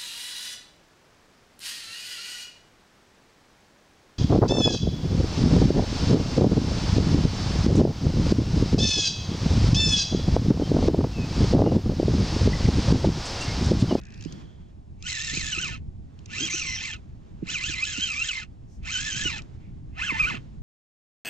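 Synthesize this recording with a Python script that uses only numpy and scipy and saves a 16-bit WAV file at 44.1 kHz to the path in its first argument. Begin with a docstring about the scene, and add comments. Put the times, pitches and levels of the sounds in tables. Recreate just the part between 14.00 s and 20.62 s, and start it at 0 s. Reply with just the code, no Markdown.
"""On a riverbank, close to a body-worn camera, a spinning reel is cranked in five short spurts.
Braided line runs over the rod guides. Its weave is a periodic excitation, so it whistles at a pitch
that follows the uneven hand; its fibres rasp by friction, and the rod's resonances colour both.
The reel ticks between spurts, arms and sleeves bump and brush the camera, and wind rumbles on the
two microphone ports."""
import sys
import numpy as np
from scipy import signal
from scipy.fft import rfft, irfft
from scipy.io import wavfile
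from scipy.ndimage import uniform_filter1d

SR = 44100
rng = np.random.default_rng(int(sys.argv[2]) if len(sys.argv) > 2 else 0)


def bounce(signal):
    """Save signal as a 16-bit WAV file at the path given by the first command-line argument."""
    frames = np.transpose(np.atleast_2d(signal))
    limited = np.clip(frames, -1, 1)
    pcm = np.round(limited * 32767).astype(np.int16)
    wavfile.write(sys.argv[1], SR, pcm)


N = 291942
T = np.arange(N) / SR
BINS = np.fft.rfftfreq(N, 1 / SR) + 1e-3


def undb(db):
    """Decibels to amplitude ratio."""
    return 10 ** (np.asarray(db) / 20)

def unit(x):
    """Normalisation to rms 1."""
    return x / np.sqrt(np.mean(x ** 2))

def steady(x):
    """Division by the short-term rms holds the level; quick flutter remains."""
    return x / np.sqrt(uniform_filter1d(np.mean(np.square(x), axis=0), SR // 30) + 1e-12)

def curves(rows):
    """Linear interpolation of each column over time."""
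    s, *columns = np.transpose(rows)
    return [np.interp(T, s, c) for c in columns]

def across(points):
    """Interpolation of a table over log frequency."""
    hz, value = np.transpose(points)
    return np.interp(np.log(BINS), np.log(hz), value)

def shape(x, response):
    """Filtering by multiplication of spectra."""
    return irfft(rfft(x) * response, N)

def walk(rate_hz):
    """Smooth random modulation of rms 1."""
    k = max(int(SR / rate_hz), 2)
    return unit(uniform_filter1d(np.repeat(rng.standard_normal(N // k + 1), k)[:N], k))

def pan(db):
    """Two gains for a left-minus-right level difference."""
    return undb(np.array([[db], [-db]]) / 2)

def pair(apart):
    """Partly coherent noise at the two ports; apart weights the unshared part."""
    return unit(rng.standard_normal(N) + apart * rng.standard_normal((2, N)))

def noise_band(rows, width_hz):
    """Quadrature modulation: a noise band follows a path of pitch and level."""
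    hz, db = curves(rows)
    phase = 2 * np.pi * np.cumsum(hz) / SR
    a, b = shape(rng.standard_normal((2, N)), 1 / (1 + (2 * BINS / width_hz) ** 4))
    band = unit(a * np.sin(phase) + b * np.cos(phase))
    return band * undb(db) * (T >= rows[0][0]) * (T < rows[-1][0])


# wind spectrum: frequency_hz, gain_db
WIND_SPECTRUM = [(20, -7), (70, 1), (160, -7.5), (430, -26), (780, -27), (1300, -44), (7000, -54),
                 (9000, -62), (15000, -80)]
# strength of the breeze: time_s, level_db
BREEZE = [(.3, -43), (.8, -47.5), (1.4, -37.5), (2.3, -43.5), (4.3, -43.5), (5.2, -39.5)]
def wind(air_db=-43.5, buffet_db=2.5):
    """Turbulent pressure on the ports: a rumble follows the breeze under a faint, even hiss."""
    air = unit(shape(pair(apart=0.47), undb(across(WIND_SPECTRUM))))
    rumble = shape(air, 1 / (1 + (BINS / 300) ** 4))
    gusts = undb(curves(BREEZE)[0] + buffet_db * walk(22))
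    return ((air - rumble) * undb(air_db) + rumble * gusts) * pan(db=-1.5)


# ring of the spool: time_s, pitch_hz, level_db
SPOOL_RING = [(0, 2520, -64), (.26, 2560, -56), (.29, 3320, -60), (.72, 3290, -78)]
def spool():
    """Diffuse resonance: the spool rings faintly as the handle is eased round and let go."""
    return noise_band(SPOOL_RING, width_hz=440)


# finger movements: middle_s, length_s, centre_hz, level_db
RUSTLES = [(0.12, 0.49, 1720, -59.5), (0.273, 0.27, 4800, -59.5), (4.737, 0.098, 5880, -67),
           (5.65, 0.12, 2280, -66.5)]
def fingers(bandwidth=0.38):
    """Sliding friction: fingers shift on the grip in soft swells of broad noise."""
    out = 0
    for middle_s, length_s, hz, db in RUSTLES:
        band = 1 / (1 + ((BINS / hz - hz / BINS) / bandwidth) ** 2)
        swell = np.exp(-(2 * (T - middle_s) / length_s) ** 2)
        out += unit(shape(pair(apart=1.0), band)) * undb(db) * swell
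    return out


# spectrum of a click: frequency_hz, gain_db
TICK_SPECTRUM = [(1700, -19), (2550, 5.5), (6800, 6), (9000, -19.5), (15000, -45.5)]
# single clicks of reel and line: start_s, level_db
TICKS = [(0.143, -44.5), (0.21, -41), (0.2245, -38.5), (0.239, -38.5), (0.2493, -36), (0.324, -35),
         (1.025, -32.5), (1.093, -25.5), (1.298, -23), (1.4667, -22.5), (2.1905, -47.5), (2.2588, -36),
         (3.852, -22.5), (5.3811, -30.5), (5.42, -41)]
def ticks(gain_db=-1, decay_s=0.0024, ratchet_s=(.015, .18), ratchet_hz=56, ratchet_db=-49):
    """Impacts of small metal parts: a faint, uneven run of the ratchet, then single catches."""
    teeth = np.arange(*ratchet_s, 1 / ratchet_hz)
    jitter = rng.standard_normal((len(teeth), 2))
    ratchet = [(s + .0015 * late, ratchet_db + 2 * loud) for s, (late, loud) in zip(teeth, jitter)]
    bursts = sum(undb(db) * np.exp(-np.abs(T - s) / decay_s) * (T >= s) for s, db in ratchet + TICKS)
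    rounded = uniform_filter1d(bursts, SR // 1000)
    return undb(gain_db) * shape(pair(apart=0.94) * rounded, unit(undb(across(TICK_SPECTRUM))))


# spectrum of rubbing cloth: frequency_hz, gain_db
CLOTH_SPECTRUM = [(50, -7.5), (150, 7.5), (550, -12.5), (7000, -34), (10000, -57.5)]
# brushes of a sleeve: peak_s, level_db, fade_s
BRUSHES = [(.35, -39, 0.34), (1.38, -47, 0.35), (1.7, -42.5, 0.1), (2.38, -41.5, 0.92), (3.499, -47, 1.5),
           (5.258, -41, 0.5), (6.32, -38, 0.23)]
def sleeves(rise_s=0.34):
    """Friction of sleeve on jacket: each brush gains 20 dB in rise_s and loses 20 dB in fade_s."""
    drag = undb(2 * walk(35))
    rub = unit(shape(pair(apart=0.98) * drag, undb(across(CLOTH_SPECTRUM))))
    swells = sum(undb(db - 20 * np.maximum((s - T) / rise_s, (T - s) / fade_s))
                 for s, db, fade_s in BRUSHES)
    return rub * swells * pan(db=-2.0)


# modes of the camera mount: frequency_hz, t60_s, level_db
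MOUNT_MODES = [(408, 0.018, 7.5), (308, 0.037, 4.5), (159.6, 0.07, 0), (98.2, 0.069, -6)]
# knocks on the mount: start_s, level_db, left_minus_right_db
BUMPS = [(0.254, -24.5, -14.5), (1.329, -30, -6.5), (1.368, -26.5, -5), (1.574, -33.5, -14.5),
         (2.538, -27.5, 3.5), (3.422, -19.5, -5), (3.693, -34.5, -19.5), (3.979, -26.5, -11),
         (5.251, -29.5, -18), (6.119, -28, -9)]
def bumps(scatter=0.13, gain_db=-1, lag_cycles=0.59, attack_s=0.0027):
    """Damped free vibration: soft knocks ring the mount, whose low modes come late and linger."""
    out = np.zeros((2, N))
    age = np.arange(SR // 5) / SR
    detunings = 1 + scatter * rng.standard_normal((len(BUMPS), len(MOUNT_MODES)))
    for (s, db, pan_db), detuning in zip(BUMPS, detunings):
        ring = 0
        for (hz, t60, mode_db), ratio in zip(MOUNT_MODES, detuning):
            t = np.maximum(age - lag_cycles / hz, 0)
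            envelope = undb(mode_db - 60 * t / t60) * (1 - np.exp(-t / attack_s)) ** 2
            ring += envelope * np.sin(2 * np.pi * hz * ratio * t)
        knock = undb(db + gain_db) * pan(pan_db) * ring / np.abs(ring).max()
        start = int(s * SR)
        out[:, start:start + len(age)] += knock[:, :N - start]
    return out


# rate at which the weave passes a guide, one list per spurt: time_s, weave_hz
WEAVE_RATES = [
    [(1.02, 1150), (1.072, 1541), (1.09, 2199), (1.19, 1711), (1.25, 1927), (1.305, 1737), (1.373, 2560),
     (1.44, 1688), (1.505, 1696), (1.573, 1193), (1.62, 1613), (1.711, 783.3), (1.8, 385.1)],
    [(2.26, 419), (2.335, 877), (2.405, 1559), (2.455, 1643), (2.496, 997.7), (2.575, 1525), (2.635, 1160),
     (2.705, 1000), (2.746, 1051), (2.772, 802.3), (2.8, 750), (2.856, 1206), (2.895, 898), (2.925, 809),
     (2.97, 621)],
    [(3.43, 381), (3.525, 1866), (3.56, 1239), (3.605, 973), (3.685, 1772), (3.77, 949), (3.842, 1296),
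     (3.868, 1714), (3.92, 1691), (3.955, 1330), (4.04, 1614), (4.15, 1119), (4.23, 1389), (4.263, 1893),
     (4.33, 1087), (4.38, 1044), (4.47, 375.6)],
    [(4.815, 447.4), (4.86, 702), (4.93, 1593), (4.962, 1477), (5.07, 1770), (5.135, 1514), (5.228, 1713),
     (5.256, 1468), (5.284, 1430), (5.318, 957.7), (5.365, 837.5), (5.43, 375.6)],
    [(5.93, 396), (5.985, 754.7), (6.045, 1682), (6.086, 1422), (6.125, 903), (6.165, 873.5), (6.203, 1290),
     (6.248, 1173), (6.285, 1532), (6.318, 876.5), (6.376, 543), (6.411, 331.4)],
]
def weave_rate(inertia_s=0.013):
    """Rotor inertia smooths the surge in line speed from each push on the handle."""
    hz, = curves([point for spurt in WEAVE_RATES for point in spurt])
    return uniform_filter1d(hz, int(inertia_s * SR))


# spurts of cranking: start_s, swell_s, rasp_db, whistle_db, hiss_over_rasp_db, growl_db
SPURTS = [(1.017, 0.058, -36, -3, 1, -46.5), (2.259, 0.07, -34.5, -2.5, 1, -51),
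          (3.425, 0.071, -35.5, -1, 0.5, -50), (4.815, 0.043, -35.5, -2.5, 1, -43.5),
          (5.93, 0.06, -34.5, 0, -7.5, -36.5)]
# the hand's halt after each spurt: stop_s
STOPS = [1.762, 2.946, 4.432, 5.39, 6.37]
def spurt_gains(swell_db=27, release_t60_s=0.09):
    """Envelopes of rasp, whistle, hiss and growl: exponential growth, hold and decay."""
    gains = np.zeros((4, N))
    for (start_s, swell_s, rasp_db, whistle_db, hiss_db, growl_db), stop_s in zip(SPURTS, STOPS):
        swell = undb(swell_db * np.minimum((T - start_s) / swell_s - 1, 0))
        release = undb(-60 * np.maximum(T - stop_s, 0) / release_t60_s)
        gains += undb([[rasp_db], [whistle_db], [rasp_db + hiss_db], [growl_db]]) * swell * release
    return gains

def resonances(modes):
    """Superposition of second-order resonators."""
    return sum(undb(db) / (1 + 1j * (BINS / hz - hz / BINS) * hz / width) for hz, width, db in modes)

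def ripple(depth_db):
    """Dense small resonances of the guides: a gliding partial flares and dips as it crosses them."""
    return undb(depth_db * np.tanh(walk(80)[:len(BINS)]))

def partial(phase, flutter_db=5):
    """Intermittent contact modulates one partial in amplitude and phase."""
    return unit(undb(flutter_db * np.tanh(walk(150))) * np.sin(phase + .6 * walk(300)))


# modes of rod and spool: frequency_hz, width_hz, gain_db
ROD_MODES = [(1300, 33, -3.5), (1471, 32, -7), (1770, 18, 1), (2081, 25, 5), (2400, 19, 2), (2560, 43, 8),
             (2727, 55, 9), (2987, 44, 5.5), (3130, 31, 6.5), (3463, 29, 1.5)]
# response between the modes: frequency_hz, gain_db
ROD_FLOOR = [(500, -44.5), (1000, -27.5), (2600, 4), (3600, -26.5), (4300, -12.5), (7000, -29.5)]
def rod_response():
    """Modal response: narrow resonances stand on a broad, band-limited floor."""
    band = 1 / np.sqrt((1 + (BINS / 7900) ** 30) * (1 + (750 / BINS) ** 10))
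    return (resonances(ROD_MODES) + undb(across(ROD_FLOOR))) * band


# modes of the guides: frequency_hz, width_hz, gain_db
GUIDE_MODES = [(4030, 400, 3), (5120, 75, 3), (5330, 120, -7), (6150, 480, -4)]
def guide_response(spectrum, ripple_db):
    """Resonance of the metal guides colours a treble spectrum."""
    return undb(across(spectrum)) * (1 + resonances(GUIDE_MODES)) * ripple(ripple_db)


# whistle strength before the rod's resonances: pitch_hz, gain_db
WHISTLE_SPECTRUM = [(1200, -38.5), (1900, -35.5), (2550, -38.5), (3400, -38), (5000, -29.5)]
def whistle(phase, rod, twin_gain=0.55, twin_spread_hz=170, fray=0.44):
    """Forced vibration of the rod at the weave's octave; two guides sing apart and beat."""
    drift = 2 * np.pi * np.cumsum(twin_spread_hz * walk(70)) / SR
    tones = partial(2 * phase, flutter_db=3.0) + twin_gain * partial(2 * phase + drift, flutter_db=7.5)
    slipping_fibres = (1 + fray * walk(700)) * undb(5 * np.tanh(walk(220)))
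    rough = steady([tones * slipping_fibres])[0]
    return shape(rough, rod * undb(across(WHISTLE_SPECTRUM)) * ripple(depth_db=3))


# strength of the weave's upper harmonics: pitch_hz, gain_db
OVERTONE_SPECTRUM = [(1500, -30), (3100, -16.5), (4400, -22), (6200, -12.5), (7400, -18.5), (9000, -45)]
def overtones(phase, rod, rod_db=-16):
    """Third and fourth harmonics excite the rod when the line is slow, the guides when it is fast."""
    third = .35 * partial(3 * phase + walk(600), flutter_db=9)
    fourth = partial(4 * phase + .8 * walk(600), flutter_db=10)
    return shape(third + fourth, rod * undb(rod_db) + guide_response(OVERTONE_SPECTRUM, ripple_db=6))


# strength of the weave's fundamental: pitch_hz, gain_db
GROWL_SPECTRUM = [(450, -19), (700, -2), (1700, 1.5), (2250, -3), (5000, -53)]
def growl(phase, sliding, friction, rod):
    """Forced vibration of the rod by the weave's fundamental and by friction noise."""
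    force = partial(phase, flutter_db=8) * sliding + .7 * friction
    return shape(force, undb(across(GROWL_SPECTRUM)) * (1 + rod) * ripple(depth_db=3))

def grit(per_s=110, scatter_db=4, decay_s=0.0011):
    """Coarse snags arrive as a Poisson process, each a very short burst of noise."""
    snags = (rng.random(N) < per_s / SR) * undb(scatter_db * rng.uniform(-0.46, 1, N))
    return unit(pair(apart=0.83) * signal.lfilter([1], [1, -np.exp(-1 / (decay_s * SR))], snags))

def speckle(x, width_hz=350, depth_db=3.5, bands=15):
    """Independent modulation of narrow bands, as fibres of different lengths catch in turn."""
    band_index = np.clip((BINS - 3000) / width_hz, 0, bands - 1)
    return sum(shape(x, np.maximum(1 - np.abs(band_index - k), 0)) * undb(depth_db * walk(110))
               for k in range(bands))


# treble plateau of the sliding line: frequency_hz, gain_db
HISS_SPECTRUM = [(2300, -20.5), (3700, -2.5), (7700, 2.5), (8400, -21.5), (9500, -26), (15500, -44)]
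def hiss(fine_friction, speed, grit_db=-2, speed_power=0.71):
    """Friction noise of fine fibres on the guides: a slower line is quieter and duller."""
    force = fine_friction + undb(grit_db) * grit()
    bright = steady(speckle(shape(force, guide_response(HISS_SPECTRUM, ripple_db=2.5))))
    dull = shape(bright, 1 / (1 + (BINS / 6000) ** 8))
    return (dull + (bright - dull) * np.minimum(speed, 1)) * speed ** speed_power

def fibre_friction(phase, weave_hz, comb_gain=0.45, grain_db=6.5, snag_db=-1.5):
    """Stick-slip of fibres over a comb of weave partials; returns coarse and fine friction."""
    # the strand pattern recurs every four repeats: quarter harmonics, with whole ones strongest
    comb = unit(sum((2 if k % 4 == 0 else 1) * partial(k / 4 * phase) * (k / 4 * weave_hz < SR / 5)
                    for k in range(3, 29)))
    catch = unit(undb(10 * np.tanh((grain_db * walk(2200) + snag_db * walk(120)) / 10)))
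    return pair(apart=.8) * catch + comb_gain * comb, pair(apart=1.4) * catch + comb_gain / 2 * comb


# bites of the line on a guide: middle_s, length_s, level_db
SQUEALS = [(1.069, 0.0054, -27.5), (1.374, 0.0083, -28.5), (1.535, 0.019, -24.5), (1.587, 0.0088, -24.5),
           (1.643, 0.043, -28), (2.437, 0.04, -24.5), (2.781, 0.022, -35.5), (2.929, 0.015, -34.5),
           (3.502, 0.016, -28.5), (3.556, 0.035, -26.5), (3.645, 0.012, -23.5), (3.833, 0.016, -19),
           (4.032, 0.033, -22.5), (4.185, .022, -26), (4.222, 0.02, -21.5), (4.294, 0.019, -25.5),
           (4.959, 0.041, -25.5), (5.269, 0.031, -21), (6.02, 0.0093, -22.5), (6.101, 0.022, -20.5),
           (6.208, 0.022, -16), (6.243, 0.032, -18)]
def squeals(phase, weave_hz, resonance_hz=2800):
    """Lock-in: a bite favours harmonics near the rod's main resonance. Returns grip 0-1 and sound."""
    grips = [np.exp(-(2 * (T - s) / length_s) ** 6) for s, length_s, _ in SQUEALS]
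    envelope = sum(undb(db) * grip for grip, (_, _, db) in zip(grips, SQUEALS))
    tone = sum(np.sin(k * phase) / (1 + (2 * np.log2(k * weave_hz / resonance_hz)) ** 8)
               for k in (1, 2, 4))
    flutter = unit(undb(2.5 * np.tanh(walk(220)) + walk(600)))
    return np.minimum(sum(grips), 1), tone * flutter * envelope

def braid(cruise_hz=1530, stall_hz=635, rasp_db=-2.5, hiss_db=-2.0, chatter_db=1.0):
    """Sliding friction of a periodic surface: the line's pitch and loudness rise with its speed."""
    weave_hz = weave_rate()
    rasp_gain, whistle_gain, hiss_gain, growl_gain = spurt_gains()
    speed = weave_hz / cruise_hz
    sliding = 1 / np.hypot(1, (stall_hz / weave_hz) ** 1.6)  # a stalling line falls quiet
    rod = rod_response()
    unevenness = 1 + .011 * walk(400) + .008 * walk(90)  # of the weave, so its pitch wavers
    phase = 2 * np.pi * np.cumsum(weave_hz * unevenness) / SR
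    bite, squeal = squeals(phase, weave_hz)
    song = whistle(phase, rod) * whistle_gain * (1 - bite) * sliding + squeal
    friction, fine_friction = fibre_friction(phase, weave_hz)
    rasp = rasp_gain * undb(rasp_db) * steady(shape(friction, rod))
    fibre_hiss = undb(hiss_db) * hiss(fine_friction, speed)
    body = rasp + growl_gain * growl(phase, sliding, friction, rod)
    treble = hiss_gain * (fibre_hiss + overtones(phase, rod))
    rubbing = (body * pan(db=-2.5) + treble * pan(db=-1.2)) * speed ** 0.16
    chatter = unit(undb(chatter_db * walk(110)))
    return song * pan(db=-2.1) + sliding * rubbing * chatter


# judder of the grip: time_s, slip_rate_hz, level_db
JUDDER = [(2.402, 115, -34.5), (2.44, 162, -35.5), (2.485, 154, -51)]
# spectrum of a slip before its low-pass: frequency_hz, gain_db
SLIP_SPECTRUM = [(80, -26), (160, 2.5), (320, 6), (1000, -28)]
def judder(cutoff_hz=1000):
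    """Stick-slip oscillation of the grip: a brief train of dull, slightly uneven pulses."""
    hz, db = curves(JUDDER)
    cycles = np.cumsum(hz * (1 + walk(150) / 20)) / SR
    slips = np.diff(np.floor(cycles), prepend=0)
    dull = undb(across(SLIP_SPECTRUM)) / (1 + (BINS / cutoff_hz) ** 2)
    return unit(shape(slips, dull)) * undb(db) * (T > JUDDER[0][0]) * (T < JUDDER[-1][0])


# bright scrape of the line: time_s, pitch_hz, level_db
SCRAPE = [(2.5, 6410, -38), (2.525, 6150, -32.5), (2.67, 5800, -36), (2.85, 5400, -44)]
def scrape():
    """Narrow-band friction noise flutters and sinks in pitch during the second spurt."""
    return noise_band(SCRAPE, width_hz=1000) * unit(undb(3 * walk(70)))

def scene():
    """Superposition of wind, reel, handling and line."""
    return wind() + spool() + fingers() + ticks() + sleeves() + bumps() + braid() + judder() + scrape()


# phase lead of the left port over the right: frequency_hz, lead_rad
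PORT_PHASE = [(260, 0.91), (520, -3.0), (1380, -4.5), (3200, -5.5)]
def record(dry):
    """A frequency-dependent phase difference separates the two ports; a low-pass cuts the top."""
    phase_shift = np.exp(.5j * across(PORT_PHASE) * np.array([[1], [-1]]))
    lowpass = signal.ellip(8, .2, 70, 15700, fs=SR, output="sos")
    return signal.sosfilt(lowpass, shape(dry, phase_shift))


dry = scene()
out = record(dry)
bounce(out)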